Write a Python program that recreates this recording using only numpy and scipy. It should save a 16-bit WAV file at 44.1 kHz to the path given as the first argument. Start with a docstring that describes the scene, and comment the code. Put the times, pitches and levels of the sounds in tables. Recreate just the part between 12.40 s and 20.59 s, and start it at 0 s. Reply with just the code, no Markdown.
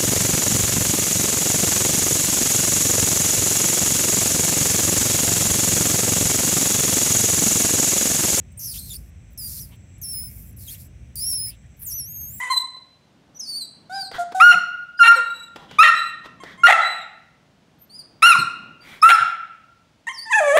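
"""A room with a hard floor: an excited dog begs close to a phone.
Vocal folds (rough harmonics plus turbulent air) give barks, whines, shut-mouth whimpers and six yelps;
a near-pure whistle, mostly 4-6 kHz, sounds with or between them. Noise bursts make the clicks of jaws
and claws and the panting; decaying low tones make the paw thuds. Shaped noise makes shuffling and hush.
The room rings after each sound; the phone's limiter flattens the loudest peaks."""
import sys
import numpy as np
from scipy import signal
from scipy.fft import rfft, irfft, next_fast_len
from scipy.io import wavfile
from scipy.ndimage import uniform_filter1d, minimum_filter1d, map_coordinates

SR = 44100
rng = np.random.default_rng(int(sys.argv[2]) if len(sys.argv) > 2 else 0)


def transcribe(signal):
    """Save signal, clipped to [-1, 1], as a 16-bit WAV file at the path in sys.argv[1]."""
    frames = np.atleast_2d(signal).T
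    limited = np.clip(frames, -1, 1)
    pcm = np.round(limited * 32767).astype(np.int16)
    wavfile.write(sys.argv[1], SR, pcm)


N = 361302

# Low shuffling: t/s, level/dB before trim
SHUFFLE_LEVEL = [(0.0, -65), (0.54, -64.5), (0.95, -57), (2.01, -56.5), (2.55, -70), (3.09, -60.5),
                 (3.34, -51), (3.74, -59.5), (4.06, -54), (4.71, -67), (6.11, -52.5), (6.5, -55),
                 (7.08, -69.5), (8.1, -62.5)]
# Shuffling spectrum: f/Hz, relative density/dB
SHUFFLE_COLOUR = [(20, -29.5), (70, -16), (150, -4), (240, -5), (400, -15.5), (1500, -23), (8000, -71)]
# Room hush spectrum: f/Hz, relative density/dB
HUSH_COLOUR = [(20, -33), (60, -6), (150, -3), (280, -8.5), (400, -15.5), (650, -9), (1200, -19),
               (3000, -18.5), (6000, -25), (15000, -43.5)]
# Barks, folds broken to about 1/2 or 1/3 of their pitch: t/s, length/s, pitch f/Hz, level/dB,
# overtone lift/dB, loudest at/0-1, roughness at end/0-1, dip of a coinciding yelp/dB
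BARKS = [(0, 0.12, 504, -43, -9, 0.28, 0.28, 0), (2.114, 0.045, 714, -29, -16, .4, 0.2, 3.5),
         (2.631, 0.054, 465.6, -13, 3, 0.7, 0.01, 7), (3.429, 0.056, 636.7, -4.5, 8.5, .45, 0.29, 9),
         (4.268, .068, 649.2, -4.5, -2.5, .38, .6, 21), (4.283, .026, 780.3, -4.5, -9.5, 0.43, .7, 0.5),
         (6.689, .034, 728.3, -8.5, 8.5, 0.7, .7, 8), (8.168, 0.078, 576.3, -8, -26, .5, 0.71, 0)]
# Bark mouth response: f/Hz, gain/dB
BARK_MOUTH = [(300, -52), (480, -27), (620, -21), (740, -6), (900, -10), (1300, -3.5), (1600, -7.5),
              (1900, 2), (2400, -9.5), (3000, -15), (3800, -16.5), (5000, -37.5), (7200, -30.5),
              (9700, -37.5), (15000, -46.5)]
# Short open-mouth whines: t/s, length/s, start f/Hz, turn f/Hz, end f/Hz, turn at/0-1, loudest at/0-1,
# level/dB, overtone lift/dB, roughness/0-1
WHINES = [(0, .098, 979.6, 1013, 974, 0.45, 0.05, -27.5, 10.5, 0.34),
          (.099, .043, 1054, 1038, 935, 0.48, 0.24, -19.5, -5.5, 0.13),
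          (2.76, 0.056, 537.5, 485, 481, 0.98, .15, -30.5, 0, .08),
          (4, 0.036, 1063, 1060, 1018, 0.78, 0.25, -42.5, 2.5, 0.13),
          (4.175, 0.064, 1037, 1078, 1027, 0.96, .7, -42.5, 6, 0.078),
          (5.946, 0.018, 1263, 1092, 850, 0.57, 0.4, -18, -12, 0.12),
          (7.668, .025, 951, 914, 1017, 0.397, 0.73, -24, 14, .2),
          (7.69, 0.034, 1120, 1013, 1150, 0.65, 0.18, -29.5, 10.5, .08)]
# Long yowl, sinking overall: t/s, pitch f/Hz, level/dB, overtone lift/dB before YOWL_LIFT_DB
YOWL = [(7.855, 905, -38, -10), (7.895, 870, -34.5, -12), (7.913, 1045, -22.5, -18),
        (7.935, 822.3, -13.5, 4), (7.955, 904, -12, -1.5), (7.973, 846, -18, -22), (7.989, 846.5, -11, -5),
        (7.999, 792.5, -18.5, -24), (8.009, 624, -16, -26), (8.029, 613, -15.5, -25),
        (8.041, 588.7, -19.5, -16.5), (8.117, 559, -13, -17), (8.139, 602.8, -16, -22.5),
        (8.17, 667, -7.5, -23)]
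# Open-mouth whine response: f/Hz, gain/dB
WHINE_MOUTH = [(250, -43), (580, 3.5), (850, -3.5), (1200, -7.5), (1750, -3.5), (2050, -11), (2550, -13),
               (2850, -30.5), (3150, -18.5), (3550, -29.5), (4400, -46), (5400, -47.5), (6300, -28),
               (10000, -31.5), (15000, -71.5)]
# Short whistles: t/s, length/s, start f/Hz, turn f/Hz, end f/Hz, turn at/0-1, loudest at/0-1,
# level/dB, overtone lift/dB
WHISTLES = [(.095, .135, 4180, 4075, 3983, 0.34, .42, -23, -15),
            (.945, 0.041, 5570, 6030, 5560, 0.44, 0.6, -43.5, -3),
            (1.522, .16, 4600, 5000, 3880, .22, 0.71, -31.5, -6),
            (2.572, 0.044, 4760, 4950, 5500, 0.4, 0.52, -39, -15),
            (2.738, 0.048, 5180, 4370, 3740, 0.23, 0.68, -34.5, 9),
            (2.778, .31, 3838, 3930, 3650, 0.9, 0.8, -43, -9),
            (3.545, .17, 3930, 3996, 3970, 0.64, 0.1, -31.5, -12.5),
            (4.415, .225, 3942, 4010, 3720, 0.52, 0.03, -32, -15.5),
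            (5.385, 0.074, 12960, 13100, 13200, .5, .5, -61, -20),
            (5.495, .135, 4270, 4960, 4150, .55, .68, -40, -7),
            (5.98, 0.051, 4360, 4200, 3710, .4, 0.2, -32.5, -13.5),
            (6.405, 0.04, 4510, 4740, 4830, .45, 0.62, -52, -23),
            (6.615, 0.016, 4980, 5330, 5400, .7, 0.7, -24, -28),
            (6.715, 0.041, 5500, 5500, 4820, .35, 0.7, -29, -6),
            (7.725, .135, 6120, 4530, 5160, 0.54, 0.6, -33.5, 3)]
# Long whistle, stepping down: t/s, pitch f/Hz, level/dB before trim
LONG_WHISTLE = [(0.988, 6500, -51), (0.996, 6640, -39), (1.014, 5100, -36), (1.028, 5320, -34),
                (1.072, 4440, -39.5), (1.096, 4660, -30.5), (1.146, 4390, -36), (1.18, 4700, -29.5),
                (1.216, 4190, -32), (1.26, 3890, -41.5)]
# Whistle mouth response: f/Hz, gain/dB
WHISTLE_MOUTH = [(3700, -6.5), (5500, -0.5), (8000, -13.5), (10000, -20), (12000, -26), (14000, -28.5),
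                 (15500, -42)]
# Jaw and claw clicks: t/s, level/dB before trim
CLICKS = [(0.366, -38), (1.714, -22), (1.921, -22), (3.159, -19), (3.311, -23.5), (3.858, -26.5),
          (4.035, -20)]
# Click spectrum: f/Hz, relative level/dB
CLICK_COLOUR = [(80, -33), (300, 3), (900, -1), (2000, -8), (5000, -14.5), (9000, -27.5), (15000, -35.5)]
# Paws landing: t/s, pitch f/Hz, level/dB
PAWS = [(2.145, 172, -33), (5.939, 192, -39.5), (5.984, 161, -24), (6.03, 128, -37), (6.8, 129, -39)]
# Shut-mouth whimpers: same columns as WHINES
WHIMPERS = [(1.495, 0.14, 711, 788, 752, 0.48, 0.53, -29.5, -5.5, 0.01),
            (1.782, 0.057, 715, 695, 713, 0.5, 0.36, -22, -16, 0),
            (1.945, 0.11, 745.6, 760.5, 790, 0.9, 0.1, -22, -17.5, 0)]
# Closed-lip response: f/Hz, gain/dB
SHUT_MOUTH = [(250, -17), (720, -4), (1500, -3), (2200, -27), (3000, -35), (3800, -18), (5000, -33),
              (9000, -9), (15000, -56.5)]
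# Panting puffs: t/s, length/s, level/dB, mouth resonance f/Hz
PUFFS = [(1.716, .085, -34, 1507), (1.913, 0.013, -47, 1500), (3.121, 0.19, -49, 890),
         (3.262, 0.15, -47, 2882), (3.829, 0.059, -43, 1100), (3.993, 0.2, -44, 1883),
         (6.39, 0.25, -44.5, 2275)]
# Puff spectrum at the muzzle: f/Hz, relative level/dB
MUZZLE = [(150, -8.5), (600, -11), (1200, -10), (2000, -9), (2750, -18), (3300, -7), (4500, -19),
          (6000, -23), (8500, -31.5), (15000, -37.5)]
# Yelps: t/s, length/s, start f/Hz, top f/Hz, end f/Hz, pitch time constant/s, swell time constant/s,
# level/dB, fade/dB, overtone lift/dB, roughness at start/0-1, roughness once settled/0-1
YELPS = [(1.998, 0.15, 1033, 1444, 1374, 0.015, .01, 1.5, 21.5, 2.5, 0.5, 0.03),
         (2.59, 0.14, 1667, 1390, 1397, 0.0051, 0.019, 1.5, 12.5, -1, 0, 0),
         (3.384, 0.12, 1145, 1425, 1371, .035, 0.0032, -5.5, 2, 3, 0.05, 0.06),
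         (4.233, 0.13, 1359, 1443, 1282, .025, 0.0026, -3, 8, 0, .05, 0.09),
         (5.82, 0.12, 1148, 1444, 1177, 0.02, 0.0064, -2.5, 11.5, 14, .55, 0.14),
         (6.624, .142, 1214, 1400, 1286, .036, 0.0059, 1.5, 14.5, -7, .05, .08)]
# Yelp mouth response: f/Hz, gain/dB
YELP_MOUTH = [(300, -45), (700, -25.5), (1050, -7), (1400, 5), (2000, -2.5), (2750, -13), (4100, -30),
              (5500, -30.5), (7000, -37), (8300, -50), (9700, -31), (11200, -39.5), (13000, -47.5),
              (15500, -67.5)]
# Hiss of air in the nose: f/Hz, relative level/dB
NOSE = [(1000, -19.5), (3500, -11.5), (5200, -11.5), (7000, -6), (9000, -12.5), (11500, -17.5),
        (15000, -29.5)]
# Share of the overtone lift each region gets: f/Hz, share/1
PRESS = [(1200, 0.92), (2800, 0.93), (4200, 1), (9000, 0.51)]
# Muzzle direction: t/s, gain above BEAM_HZ/dB
FACING = [(0, 5.5), (1, 4), (4.9, -1.5), (5.7, 11), (6.9, 8), (7.6, 0)]
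# Room decay, apart from the early boost: f/Hz, t60/s
ROOM_T60 = [(120, .35), (500, 0.78), (1300, 0.71), (2800, 0.83), (4200, 0.63), (8000, .45), (14000, .3)]
# Room level against the direct sound: f/Hz, gain/dB
ROOM_GAIN = [(150, -14), (700, -8), (1400, -6), (2800, -12.5), (4200, -7.5), (9000, -8.5), (15000, -26.5)]

TOP_HZ = 15700  # band limit of voices and phone
ATTACK_S = 0.0031  # opening and closing of every call
BEND = 1.5  # glide shape: 1 straight, 2 parabola
CALM_HISS = 0.1  # nose hiss of a clean call, on the roughness scale
BARK_EDGE_DB, BARK_DROOP = 2, 0.032  # loss of level and share of pitch at onset; 0.88 of it at the end
WHINE_EDGE_DB, WHIMPER_EDGE_DB, WHISTLE_EDGE_DB = 8.5, 10, 13.5  # level loss at both ends
YOWL_LIFT_DB, YOWL_ROUGH = 17, 0.1
WHISTLE_BRIGHTEN_DB = 4  # overtone growth, start to end
LONG_WHISTLE_LIFT_DB, LONG_WHISTLE_TRIM_DB = 0, 0.5
SWELL_DB = 26  # a yelp starts this far down
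SAG_POWER, FADE_POWER = 3.5, 4.6  # higher: pitch, level give way later
END_ROUGH = .28  # yelp roughness as the breath runs out
STRAIN_DB, STRAIN_S = 13, 0.0056  # overtone growth around a break
BREAK_ROUGH, BREAK_S = 0.22, 0.012  # roughness added within a break; time to break
BEAM_HZ = 8000  # the beam narrows above this


def amp(db):
    """Decibels to gain."""
    return 10 ** (np.asarray(db) / 20)


def unit(x):
    """Scale to rms 1."""
    return x / np.sqrt(np.mean(x ** 2) + 1e-20)


def along(points, hz):
    """Read (Hz, value) points on a log axis."""
    f, v = np.transpose(points)
    return np.interp(np.log(hz + 1), np.log(f + 1), v)


def wobble(size, rate):
    """A smooth random curve with rate knots a second."""
    return map_coordinates(rng.standard_normal(int(size * rate / SR) + 4), [np.arange(size) * rate / SR])


def filtered(x, response):
    """x times a response of frequency."""
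    m = next_fast_len(len(x) + 8192)
    return irfft(rfft(x, m) * response(np.fft.rfftfreq(m, 1 / SR)), m)[:len(x)]


def noise(size, colour):
    """Noise of rms 1 with the given (Hz, dB) colour."""
    return unit(filtered(rng.standard_normal(size), lambda hz: amp(along(colour, hz))))


def add(track, s, sound):
    """Mix a sound into the track from time s on."""
    part = track[max(round(s * SR), 0):][:len(sound)]
    part += sound[:len(part)]


def shuffling(trim_db=1, uneven_db=1.0):
    """Weight shifts and tail sweeps on the floor: soft, uneven low noise."""
    level_db = np.interp(np.arange(N) / SR, *np.transpose(SHUFFLE_LEVEL))
    return amp(level_db + trim_db + uneven_db * wobble(N, 10)) * noise(N, SHUFFLE_COLOUR)


def hush(level_db=-61.5):
    """Steady room air: stationary shaped noise."""
    return amp(level_db) * noise(N, HUSH_COLOUR)


def progress(length_s):
    """0 to 1 over a call, one value per sample."""
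    return np.linspace(0, 1, max(int(length_s * SR), 64))


def arch(u, at, start, middle, end, bend):
    """Control moving from start to middle, reached at share at, then to end."""
    at = np.clip(at, .02, .98)
    before = (start - middle) * np.abs(1 - u / at) ** bend
    after = (end - middle) * np.abs((u - at) / (1 - at)) ** bend
    return middle + np.where(u < at, before, after)


def gate(size):
    """Soft sine-squared opening and closing of a call."""
    k = np.arange(size)
    edge_distance = np.minimum(k, k[::-1])
    return np.sin(np.pi / 2 * np.clip(edge_distance / (ATTACK_S * SR), 0, 1)) ** 2


def controls(rows):
    """Start time and smoothed per-sample controls of a long call."""
    s, *columns = np.transpose(rows)
    s = np.sort(s)
    t = np.arange(s[0], s[-1], 1 / SR)
    return [s[0]] + [uniform_filter1d(np.interp(t, s, column), size=256) for column in columns]


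def glides(rows, edge_db):
    """Short calls: pitch bends through one turn while level swells and fades."""
    for s, length_s, start_hz, turn_hz, end_hz, turn_at, loudest_at, peak_db, *colour in rows:
        u = progress(length_s)
        pitch_hz = arch(u, turn_at, start_hz, turn_hz, end_hz, BEND)
        level_db = peak_db + arch(u, loudest_at, -edge_db, 0, -edge_db, 2.2)
        yield s, pitch_hz, level_db, *colour


def harmonics(pitch_hz, lift_db, mouth, flicker_db, count):
    """Harmonic tone of rms 1 shaped by the mouth; pressing harder lifts the overtones."""
    k = np.arange(1, count + 1)[:, None]
    hz = k * pitch_hz
    # jaw and tongue never rest: each overtone fades by itself, high ones most
    drift = np.minimum([wobble(len(pitch_hz), 70) for _ in k], .5)
    flicker = flicker_db * np.minimum(hz / 4000, 1) * drift
    overtone_db = (k > 1) * (lift_db * along(PRESS, hz) + flicker)
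    gain = amp(along(mouth, hz) + overtone_db) * (hz < TOP_HZ)
    phase = 2 * np.pi * (k * np.cumsum(pitch_hz) / SR + rng.random((count, 1)))
    rms = np.sqrt(np.sum(gain ** 2, 0) / 2 + 1e-20)
    return np.sum(gain * np.sin(phase), 0) / rms


def folds(calls, mouth, jitter, lurch, shimmer_db, rasp, flicker_db, hiss_db, count):
    """Vocal folds: roughness shakes pitch and level and lets turbulent air through."""
    out = np.zeros(N)
    for s, pitch_hz, level_db, lift_db, rough in calls:
        n, rough = len(pitch_hz), np.clip(rough, 0, 1)
        # fast jitter, slower lurches, slight quiver even when clean
        shake = rough * (jitter * wobble(n, 450) + lurch * wobble(n, 109.1)) + 0.0039 * wobble(n, 80)
        pitch_hz = pitch_hz * (1 + shake)
        shimmer = amp(shimmer_db * rough * wobble(n, 350))
        tone = harmonics(pitch_hz, lift_db, mouth, flicker_db, count) * shimmer
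        # escaping air pulses once a cycle
        pulse = 1 + 0.16 * np.cos(2 * np.pi * np.cumsum(pitch_hz) / SR)
        air = unit(noise(n, BARK_MOUTH) * pulse)
        share = np.clip(rasp * rough, 0, 1)
        hiss = (rough + CALM_HISS) * amp(hiss_db) * noise(n, NOSE)
        voice = np.sqrt(1 - share ** 2) * tone + share * air + hiss
        add(out, s, gate(n) * amp(level_db) * voice)
    return out


def bark_calls(first_rough_share=0.68):
    """Pitch and level rise and fall together; roughness grows throughout."""
    for s, length_s, top_hz, peak_db, lift_db, loudest_at, end_rough, _ in BARKS:
        u = progress(length_s)
        slack = arch(u, loudest_at, 1, 0, 0.88, 1.3)
        rough = end_rough * arch(u, loudest_at, first_rough_share, 0.88, 1, 0.84)
        yield s, top_hz * (1 - BARK_DROOP * slack), peak_db - BARK_EDGE_DB * slack, lift_db, rough


def barks():
    """Rough, low-pitched fold cycles through the bark mouth."""
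    return folds(bark_calls(), BARK_MOUTH, jitter=.08, lurch=.1, shimmer_db=7, rasp=.55,
                 flicker_db=4, hiss_db=-26, count=28)


def whines():
    """Short whines and the long yowl: folds through an open mouth."""
    s, pitch_hz, level_db, treble_db = controls(YOWL)
    yowl = (s, pitch_hz, level_db, treble_db + YOWL_LIFT_DB, YOWL_ROUGH)
    calls = [*glides(WHINES, WHINE_EDGE_DB), yowl]
    return folds(calls, WHINE_MOUTH, jitter=.04, lurch=.05, shimmer_db=4, rasp=.35,
                 flicker_db=8, hiss_db=-17, count=24)


def whistles(waver=0.0066, flutter_db=3.5, hiss_db=-27):
    """Second voice: near-pure, slightly wavering whistle with a little hiss."""
    out = np.zeros(N)
    s, pitch_hz, level_db = controls(LONG_WHISTLE)
    long_call = (s, pitch_hz, level_db + LONG_WHISTLE_TRIM_DB, LONG_WHISTLE_LIFT_DB)
    for s, pitch_hz, level_db, lift_db in [long_call, *glides(WHISTLES, WHISTLE_EDGE_DB)]:
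        n = len(pitch_hz)
        lift_db = lift_db + WHISTLE_BRIGHTEN_DB * np.linspace(-.5, .5, n)
        wavering_hz = pitch_hz * (1 + waver * wobble(n, 90))
        tone = harmonics(wavering_hz, lift_db, WHISTLE_MOUTH, flicker_db=1.0, count=3)
        level = amp(level_db + flutter_db * wobble(n, 80))
        add(out, s, gate(n) * level * (tone + amp(hiss_db) * noise(n, NOSE)))
    return out


def clicks(t60_s=0.045, trim_db=-10, rise_s=0.00076):
    """Jaws and claws: dry, fast-decaying noise bursts."""
    out, t = np.zeros(N), np.arange(SR // 4) / SR
    for s, level_db in CLICKS:
        envelope = amp(level_db + trim_db - 60 * t / t60_s) * (1 - np.exp(-t / rise_s))
        add(out, s, envelope * noise(len(t), CLICK_COLOUR))
    return out


def whimpers():
    """Folds behind closed lips."""
    return folds(glides(WHIMPERS, WHIMPER_EDGE_DB), SHUT_MOUTH, jitter=.06, lurch=.035, shimmer_db=2,
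                 rasp=.3, flicker_db=8, hiss_db=-3, count=7)


def panting(width_hz=260, resonance_db=13):
    """Puffs of air through the muzzle, each coloured by the mouth's resonance."""
    out = np.zeros(N)
    for s, length_s, level_db, mouth_hz in PUFFS:
        n = int(length_s * SR)
        air = filtered(noise(n, MUZZLE),
                       lambda hz: amp(resonance_db / (1 + ((hz - mouth_hz) / width_hz) ** 2)))
        add(out, s, amp(level_db) * signal.windows.tukey(n, .9) * unit(air))
    return out


def yelp_calls(settled_at=.4):
    """Pitch moves fast to the top, holds and sags; a yelp strains around a bark and gives way to it."""
    for (s, length_s, start_hz, top_hz, end_hz, rise_s, swell_s, peak_db, fade_db, lift_db,
         first_rough, settled_rough) in YELPS:
        u = progress(length_s)
        t = u * length_s
        pitch_hz = top_hz + (start_hz - top_hz) * np.exp(-t / rise_s) + (end_hz - top_hz) * u ** SAG_POWER
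        level_db = peak_db - SWELL_DB * np.exp(-t / swell_s) - fade_db * u ** FADE_POWER
        rough = arch(u, settled_at, first_rough, settled_rough, END_ROUGH, bend=5.2)
        for bark_s, bark_length_s, *_, dip_db in BARKS:
            # seconds inside the bark, negative outside
            inside_s = np.minimum(s + t - bark_s, bark_s + bark_length_s - s - t)
            broken = np.clip(inside_s / BREAK_S, 0, 1)
            level_db = level_db - dip_db * broken
            rough = rough + BREAK_ROUGH * broken
            lift_db = lift_db + STRAIN_DB * np.exp(np.minimum(inside_s, 0) / STRAIN_S)
        yield s, pitch_hz, level_db, lift_db, rough


def yelps():
    """Piercing, high-pitched fold cycles through the yelp mouth."""
    return folds(yelp_calls(), YELP_MOUTH, jitter=.08, lurch=.05, shimmer_db=6, rasp=.7,
                 flicker_db=5, hiss_db=-24, count=13)


def paws(t60_s=0.18, rise_s=0.0061):
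    """Padded paws: soft, low decaying tone plus low noise."""
    out, t = np.zeros(N), np.arange(SR // 4) / SR
    colour = [(40, -35.5), (150, -5), (300, -15), (1500, -33.5), (6000, -67)]  # f/Hz, relative level/dB
    for s, pitch_hz, level_db in PAWS:
        thud = np.sin(2 * np.pi * pitch_hz * t) + .5 * noise(len(t), colour)
        add(out, s, amp(level_db - 60 * t / t60_s) * (1 - np.exp(-t / rise_s)) * thud)
    return out


def beamed(x):
    """The muzzle beams its treble, which comes and goes as the muzzle turns."""
    facing_db = np.interp(np.arange(N) / SR, *np.transpose(FACING))
    treble = filtered(x, lambda hz: 1 - 1 / (1 + (hz / BEAM_HZ) ** 10))
    return x + (amp(facing_db) - 1) * treble


def room(x, build_up_s=0.011, early_db=6, early_s=0.12):
    """Strong early echoes from floor and near walls, then decay at each frequency's own speed."""
    hz, t, z = signal.stft(rng.standard_normal(SR), SR, nperseg=256)
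    decay_db = -60 * t / along(ROOM_T60, hz)[:, None] + early_db * np.exp(-t / early_s)
    decay = amp(decay_db) * (1 - np.exp(-t / build_up_s))
    decay /= np.sqrt(np.mean(decay ** 2, axis=1, keepdims=True) * SR)
    gain = amp(along(ROOM_GAIN, hz))[:, None]
    tail = signal.istft(z * decay * gain, SR, nperseg=256)[1]
    return signal.fftconvolve(x, tail)[:N]


def echoes(x, count=12):
    """Room echo whose pattern drifts steadily: crossfades through count random tails."""
    place = np.linspace(0, count - 1, N)
    return sum(room(x * np.cos(np.pi / 2 * np.clip(place - k, -1, 1))) for k in range(count))


def scene():
    """Dog, its echoes, room hush and shuffling."""
    voices = barks() + whines() + whistles() + whimpers() + yelps()
    dog = beamed(voices + clicks() + panting() + paws())
    return (dog + echoes(dog) + hush() + shuffling())[None]


def record(dry, ceiling=0.91, release_db_per_s=90):
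    """Phone limiter ducks at once, recovers steadily; then a cut at the band limit."""
    x = dry[0]
    need_db = 20 * np.log10(np.minimum(1, ceiling / (np.abs(x) + 1e-9)))
    need_db = minimum_filter1d(need_db, size=129)
    recovery_db = release_db_per_s * np.arange(N) / SR
    held_db = np.minimum.accumulate(need_db - recovery_db) + recovery_db
    gain_db = uniform_filter1d(held_db, size=129)
    return filtered(x * amp(gain_db), lambda hz: hz < TOP_HZ)[None]


dry = scene()
out = record(dry)
transcribe(out)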